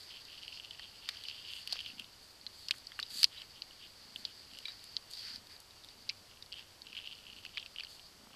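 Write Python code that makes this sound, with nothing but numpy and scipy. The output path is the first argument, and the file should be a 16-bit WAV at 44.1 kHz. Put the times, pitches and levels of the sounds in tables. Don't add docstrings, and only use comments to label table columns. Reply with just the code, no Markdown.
import sys
import numpy as np
from scipy import signal
from scipy.fft import rfft, irfft
from scipy.io import wavfile
from scipy.ndimage import uniform_filter1d

SR = 44100
rng = np.random.default_rng(int(sys.argv[2]) if len(sys.argv) > 2 else 0)


def store_wav(level_fs):
    pcm = np.round(np.clip(np.atleast_2d(level_fs), -1, 1) * 32767)
    wavfile.write(sys.argv[1], SR, pcm.T.astype(np.int16))


N = 368235

# (centre [Hz], width [Hz])
BOARD, PORT = (2934, 290), (4510, 605)


def undb(db):
    return 10 ** (np.asarray(db) / 20)


def level(x, rms_db):
    return x * undb(rms_db) / np.sqrt(np.mean(x ** 2))


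def ring(x, hz, width_hz):
    b, a = signal.iirpeak(hz, hz / width_hz, fs=SR)
    return signal.lfilter(b, a, x)


def steep(x, hz, width_hz):
    for _ in range(3):
        x = ring(x, hz, 2 * width_hz)
    return x


def add(out, start_s, sound):
    i = int(start_s * SR)
    out[i:i + len(sound)] += sound


def walk(rate_hz):
    hold = int(SR / rate_hz)
    steps = np.repeat(rng.standard_normal(N // hold + 1), hold)
    slewed = uniform_filter1d(uniform_filter1d(steps, hold), hold)
    return 1.3 * slewed[:N]


def grit(slips_per_s, spread_db, smooth):
    size = undb(spread_db * np.minimum(rng.exponential(size=N), np.pi))
    slips = (rng.random(N) < slips_per_s / SR) * size * rng.choice([-1, 1], N)
    return level(slips, 0) + smooth * rng.standard_normal(N)


def bouts(start_s, length_s, bout_db, bed_db):
    rise_s, fall_s = 0.015, 0.02
    t = np.arange(N) / SR
    power = undb(bed_db) ** 2
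    for start, length, gain in zip(start_s, length_s, undb(bout_db)):
        before = np.maximum(start - t, 0) / rise_s
        after = np.maximum(t - start - length, 0) / fall_s
        power = power + (gain * np.exp(-before - after)) ** 2
    return np.sqrt(power)


def ticks(scratch_s=0.00015, scratch_db=-9, chatter_db=-22, chatter_s=0.0032, hard_db=-34, widen=1.0):
    # (time [s], board ring [Hz], board level [dB], port level [dB], snap level [dB])
    claw_ticks = [(0.2514, 3710, -56, -54, -63), (0.38, 2960, -51, -55, -76), (0.429, 3110, -50, -51, -77),
                  (0.434, 2870, -48, -52, -77), (0.4796, 2920, -41.5, -50, -77),
                  (0.5261, 2820, -46.5, -58, -76), (0.573, 2840, -47, -54, -76),
                  (0.5985, 2900, -44.5, -63, -73), (0.6472, 2970, -46.5, -51, -76),
                  (0.709, 3200, -42.5, -53, -68), (0.747, 2900, -52, -64, -76),
                  (0.795, 2740, -52, -46.5, -75), (0.823, 2980, -48, -64, -77),
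                  (0.8318, 3500, -49, -58, -77), (1.0893, 3870, -33.5, -34, -47.5),
                  (1.0926, 3000, -44, -37, -59), (1.17, 3110, -47.5, -55, -71),
                  (1.2372, 3220, -47, -47, -59), (1.2519, 2850, -44, -62, -76),
                  (1.2849, 2900, -40, -40.5, -63), (1.298, 2950, -44, -46, -65),
                  (1.312, 2960, -43.5, -63, -73), (1.3885, 3180, -53, -61, -70),
                  (1.535, 2960, -42, -46, -66), (1.6745, 2900, -40, -40.5, -50.5),
                  (1.7248, 2930, -42, -32, -52), (1.729, 4130, -56, -33, -47.5),
                  (1.7906, 2960, -39.5, -47, -69), (1.8043, 2900, -42, -45, -66),
                  (1.8097, 3050, -44, -62, -60), (1.8615, 3040, -40.5, -63, -75),
                  (1.9008, 2820, -50, -61, -76), (1.9966, 2930, -38.5, -49, -54),
                  (2.0202, 2810, -51, -63, -77), (2.043, 3700, -53, -55, -73),
                  (2.4127, 3740, -75, -51, -79), (2.4656, 4090, -37.5, -73, -76),
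                  (2.6851, 2920, -44.5, -36, -53), (2.7094, 2820, -26, -28, -44),
                  (2.7217, 3180, -47, -61, -74), (2.7827, 3970, -58, -53, -57),
                  (2.8696, 3990, -67, -41, -62), (2.9191, 3230, -50, -60, -74),
                  (2.9908, 2970, -44, -58, -58), (2.999, 2640, -45, -35.5, -52),
                  (3.0276, 3700, -40, -36.5, -72), (3.064, 3990, -62, -51, -77),
                  (3.2309, 2920, -30.5, -22, -35), (3.2426, 4330, -32, -17, -35.5),
                  (3.245, 2950, -29, -51, -61), (3.4181, 2940, -45, -50, -71),
                  (3.6202, 2980, -45, -38, -77), (3.709, 3000, -52.5, -67, -77),
                  (4.16, 3100, -37.5, -58, -60), (4.2514, 3240, -41, -33, -65),
                  (4.5137, 3140, -56, -62, -75), (4.5348, 2840, -53, -55, -64),
                  (4.549, 2890, -53, -58, -65), (4.5718, 3060, -50, -56, -74),
                  (4.5872, 2950, -47, -47, -55), (4.6541, 3630, -41.5, -55, -67),
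                  (4.6817, 3880, -44, -55, -68), (4.72, 3990, -64, -50, -76), (4.7926, 3960, -53, -57, -78),
                  (4.841, 3140, -63, -54, -53.5), (4.9667, 3160, -39, -30.5, -77),
                  (5.112, 3990, -65, -52, -54), (5.1352, 3970, -46, -42.5, -56),
                  (5.151, 3600, -56, -48, -65), (5.3595, 3550, -59, -45, -68), (5.47, 3900, -58, -54, -64),
                  (5.5644, 4080, -56, -52, -71), (5.6027, 3810, -65, -56, -55.5),
                  (5.708, 3870, -57, -55, -76), (5.8378, 3700, -54, -59, -74), (5.846, 3720, -54, -53, -61),
                  (5.887, 3980, -55, -52, -77), (6.0919, 4180, -38, -38, -72),
                  (6.0955, 2380, -38.5, -32.5, -72), (6.1005, 2520, -42, -43, -77),
                  (6.4245, 3940, -46.5, -45.5, -76), (6.4618, 4030, -68, -54, -69),
                  (6.5198, 2940, -47, -78, -78), (6.525, 2880, -49, -42.5, -78),
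                  (6.5306, 2930, -44.5, -53, -80), (6.54, 3060, -45, -57, -78),
                  (6.8188, 4000, -59, -45, -76), (6.8682, 2850, -50, -52, -70),
                  (6.9291, 2640, -46.5, -57, -77), (6.9674, 2780, -45, -61, -79),
                  (6.9768, 2820, -42, -51, -68), (6.988, 3100, -41.5, -65, -77),
                  (6.9993, 2760, -49, -61, -78), (7.0733, 2970, -42.5, -52, -80),
                  (7.1253, 3020, -50, -52, -75), (7.152, 3090, -71, -53, -78),
                  (7.2993, 2900, -48, -65, -78), (7.3278, 3000, -56, -57, -77),
                  (7.364, 2780, -52, -57, -77), (7.4505, 2820, -43, -46.5, -63),
                  (7.463, 2720, -45, -50, -76), (7.5727, 2440, -36, -42, -79),
                  (7.5795, 3100, -35.5, -47, -80), (7.5981, 3990, -68, -47.5, -71),
                  (7.6272, 2930, -45, -70, -77), (7.6613, 2830, -45.5, -52.5, -77),
                  (7.761, 2910, -43.5, -57, -74), (7.7843, 2980, -39, -61, -75),
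                  (7.7979, 2900, -41, -45, -74), (7.8064, 2720, -40, -46, -76),
                  (7.8352, 3840, -62, -43, -65), (7.848, 2920, -51, -46, -77),
                  (7.8687, 2940, -51, -68, -77), (7.9952, 2970, -51, -64, -77)]
    knock, snap = (1850, 700), (9000, 4400)  # (centre [Hz], width [Hz])
    knock_db = -20
    out, t, head = np.zeros(N + SR), np.arange(SR // 40) / SR, SR // 200
    noise = rng.standard_normal((len(claw_ticks), 2, len(t)))
    for (s, board_hz, board_db, port_db, snap_db), (scratch, chatter) in zip(claw_ticks, noise):
        push = undb(scratch_db) * scratch * t / scratch_s * np.exp(-t / scratch_s)
        push += undb(chatter_db) * chatter * np.exp(-t / chatter_s)
        push[0] += 1
        board_width_hz = BOARD[1] * (1 + widen * min(undb(board_db - hard_db), 2))
        resonances = knock, (board_hz, board_width_hz), PORT, snap
        levels_db = board_db + knock_db, board_db, port_db, snap_db
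        for (hz, width_hz), db in zip(resonances, levels_db):
            part = steep(push, hz, width_hz)
            head_rms = np.sqrt(np.mean(part[:head] ** 2))
            add(out, s, part * undb(db) / head_rms)
    return out[:N]


def pings(rise_s=0.00084):
    # (time [s], upper mode amplitude [dB], lower mode amplitude [dB], t60 [s])
    taps = [(3.0276, -27, -60, 0.028), (3.377, -40.5, -69, 0.058), (4.654, -30.5, -35.5, 0.028),
            (4.682, -38.5, -51, 0.094), (6.1005, -60, -46, .08)]
    upper_hz, lower_hz = 3910, 2350
    out, t = np.zeros(N + SR), np.arange(SR // 10) / SR
    flutter = 1 + 3.4 * uniform_filter1d(rng.standard_normal((len(taps), len(t))), size=50)
    for (s, upper_db, lower_db, t60_s), shake in zip(taps, flutter):
        upper = undb(upper_db) * np.sin(2 * np.pi * upper_hz * t)
        lower = undb(lower_db) * np.sin(2 * np.pi * lower_hz * t)
        envelope = (1 - np.exp(-t / rise_s)) * undb(-60 * t / t60_s)
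        add(out, s, (upper + lower) * shake * envelope)
    return out[:N]


def thuds(push_s=0.003, rough=0.15):
    # (time [s], peak level [dB], ring [Hz])
    paw_thuds = [(0.795, -49.5, 760), (0.795, -38, 1800), (1.088, -45.5, 800), (1.0893, -30, 2150),
                 (1.728, -40.5, 840), (1.757, -44, 900), (2.695, -43, 1400), (2.7397, -45, 1800),
                 (2.919, -41.5, 1800), (2.711, -43, 1900), (2.991, -27, 1570), (2.991, -48, 497),
                 (3.232, -30, 1920), (3.243, -29, 1630), (4.682, -41, 1800), (7.4505, -46, 1810),
                 (7.575, -37, 1820), (7.796, -43, 1820), (7.835, -39, 1800), (8.213, -56, 794),
                 (8.271, -50, 900), (8.306, -51, 700), (8.341, -51, 800)]
    widest_hz = 850
    out, t = np.zeros(N + SR), np.arange(SR // 30) / SR
    noise = rng.standard_normal((len(paw_thuds), len(t)))
    for (s, peak_db, hz), grain in zip(paw_thuds, noise):
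        push = signal.unit_impulse(len(t)) + rough * grain * np.exp(-t / push_s)
        knock = steep(push, hz, min(hz, widest_hz))
        add(out, s, knock * undb(peak_db) / np.abs(knock).max())
    return out[:N]


def scrabble(uneven_db=2):
    # (start [s], length [s], claw crackle level [dB], dragging pad level [dB])
    paw_bouts = [(0.107, 0.077, -59, -57.5), (0.286, 0.6, -56, -62), (0.934, 0.032, -58.5, -69),
                 (1.03, 0.3, -58, -57.5), (1.347, 0.28, -55, -55), (1.694, 0.2, -51.5, -56),
                 (1.985, 0.06, -55.5, -66), (2.993, 0.066, -64, -73), (3.15, 0.083, -73, -65),
                 (3.323, 0.084, -61, -52.5), (3.565, 0.024, -73, -63), (3.822, 0.03, -62, -55.5),
                 (4.263, 0.042, -67, -60.5), (4.505, 0.2, -66, -73), (5.17, 0.15, -64, -69),
                 (6.09, 0.035, -63, -65), (6.312, 0.065, -63.5, -79), (6.565, 0.037, -53.5, -52),
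                 (6.862, 0.033, -58, -69), (6.941, 0.067, -54, -62), (7.034, 0.09, -53.5, -60),
                 (7.174, .07, -63.5, -68), (7.257, 0.13, -55.5, -74), (7.432, 0.056, -59, -67),
                 (7.55, .06, -68, -59), (7.778, 0.071, -58, -62), (8.348, .02, -59, -67)]
    idle_db = -75.5
    start_s, length_s, claw_db, pad_db = np.transpose(paw_bouts)
    contacts = grit(170, 2.8, 0.12)
    crackle = level(steep(contacts, BOARD[0], 460) + 0.28 * steep(contacts, *PORT), 0)
    claws = crackle * bouts(start_s, length_s, claw_db, idle_db)
    drag = level(steep(grit(600, 2.5, 0.6), 3100, 600), 0)
    pads = drag * bouts(start_s, length_s, pad_db, idle_db)
    return (claws + pads) * undb(uneven_db * walk(15))


def slide():
    # (start [s], length [s], port level [dB], treble [dB re port], low [dB re port])
    strokes = [(0, 0.044, -55, -7, -16), (.1, 0.07, -64, -22, -7), (0.537, 0.052, -53.5, -22, -28),
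               (1.085, 0.068, -55.5, -21, -7), (1.271, 0.029, -53, -20, -24),
               (1.517, 0.079, -57.5, -0.5, -9), (1.711, 0.051, -47.5, -18, -8),
               (1.983, 0.027, -63, -12, -1), (2.227, 0.085, -61, -5, -17), (2.542, 0.15, -59, -5.5, -27),
               (2.74, 0.03, -57, -3, -12), (3.108, .03, -51, -5, -13), (3.139, 0.093, -46.5, -2.5, -14.5),
               (3.178, 0.056, -47, -12, -16), (3.32, 0.12, -63, -7, -1), (4.164, 0.036, -64, 1, -17),
               (4.658, 0.077, -55.5, -14, -8), (5.118, 0.035, -67, 8.5, -19),
               (5.14, 0.22, -47.5, -12.5, -15), (5.24, 0.11, -55.5, -20, -2), (5.51, 0.041, -57, -9, -6.5),
               (6.577, 0.035, -57, -11, -6), (6.955, .05, -64, -15, 2), (7.888, 0.073, -58.5, -5, -19),
               (8.03, 0.04, -59, -16, -25)]
    # (time [s], port level [dB])
    rustle = [(0, -56), (.5, -56.5), (.97, -59.5), (1.3, -53.5), (1.9, -54.5), (2.07, -62.5), (2.65, -61.5),
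              (3.05, -57), (3.3, -60), (3.95, -59.5), (4.25, -56.5), (4.95, -56.5), (5.07, -63), (5.6, -65),
              (6.1, -60.5), (6.5, -68), (7.1, -63), (8.05, -61.5), (8.35, -67)]
    rustle_treble_db, rustle_low_db = -12, -10.5
    start_s, length_s, port_db, treble_db, low_db = np.transpose(strokes)
    rustle_s, rustle_db = np.transpose(rustle)
    bed_db = np.interp(np.arange(N) / SR, rustle_s, rustle_db)
    rub = grit(1200, 3, 1.1) * undb(1.5 * walk(40))
    port = level(steep(rub, 4600, 540) + 0.45 * steep(rub, 4300, 1900), 0)
    treble = level(steep(rub, 6500, 4000) + 0.27 * steep(rub, 10500, 4000), 0)
    low = level(steep(rub, 2080, 1000), 0)
    return (port * bouts(start_s, length_s, port_db, bed_db)
            + treble * bouts(start_s, length_s, port_db + treble_db, bed_db + rustle_treble_db)
            + low * bouts(start_s, length_s, port_db + low_db, bed_db + rustle_low_db))


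def purr(scatter_db=2):
    # (centre beat [s], centre beat peak [dB], 1/e half length [s])
    bursts = [(1.968, -56.5, 0.13), (2.467, -62, .06), (3.154, -58.5, 0.11), (4.156, -57.5, 0.12),
              (4.525, -61, 0.043), (5.341, -55.5, 0.071), (6.019, -60.5, .06), (6.174, -59, 0.065),
              (6.897, -60, .08), (7.397, -63, 0.22), (8.269, -57.5, 0.094)]
    beats_per_s, chest_hz, chest_width_hz = 27.9, 222.5, 71
    out, lags_s = np.zeros(N + SR), np.arange(-8, 9) / beats_per_s
    thump = steep(signal.unit_impulse(SR // 25), chest_hz, chest_width_hz)
    thump = thump / thump.max()
    scatter = scatter_db * rng.standard_normal((len(bursts), len(lags_s)))
    for (s, peak_db, half_s), beat_db in zip(bursts, scatter):
        sizes = undb(peak_db + beat_db) * np.exp(-(lags_s / half_s) ** 2)
        for lag_s, size in zip(lags_s, sizes):
            add(out, s + lag_s, size * thump)
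    return out[:N]


def floor():
    # (frequency [Hz], density [dB per Hz])
    hiss_shape = [(20, -3.5), (80, -1), (150, -7), (1000, -9), (2100, -13), (3600, -12), (4550, -9.5),
                  (5500, -11.5), (6500, -15.5), (12000, -21), (14500, -20)]
    shape_hz, shape_db = np.transpose(hiss_shape)
    bins_hz = np.arange(N // 2 + 1) * SR / N + 1
    gain = undb(np.interp(np.log(bins_hz), np.log(shape_hz), shape_db))
    hiss = irfft(rfft(rng.standard_normal(N)) * gain, N)
    hum = level(ring(rng.standard_normal(N), 99, 7), -76)
    whine = level(ring(rng.standard_normal(N), 7881, 12), -81)
    return level(hiss, -60.5) + hum + whine


def scene():
    return (ticks() + pings() + thuds() + scrabble() + slide() + purr() + floor())[None]


def record(dry):
    top_hz = 13900
    low_pass = signal.ellip(10, 0.2, 60, top_hz, fs=SR, output="sos")
    return signal.sosfilt(low_pass, dry)


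dry = scene()
out = record(dry)
store_wav(out)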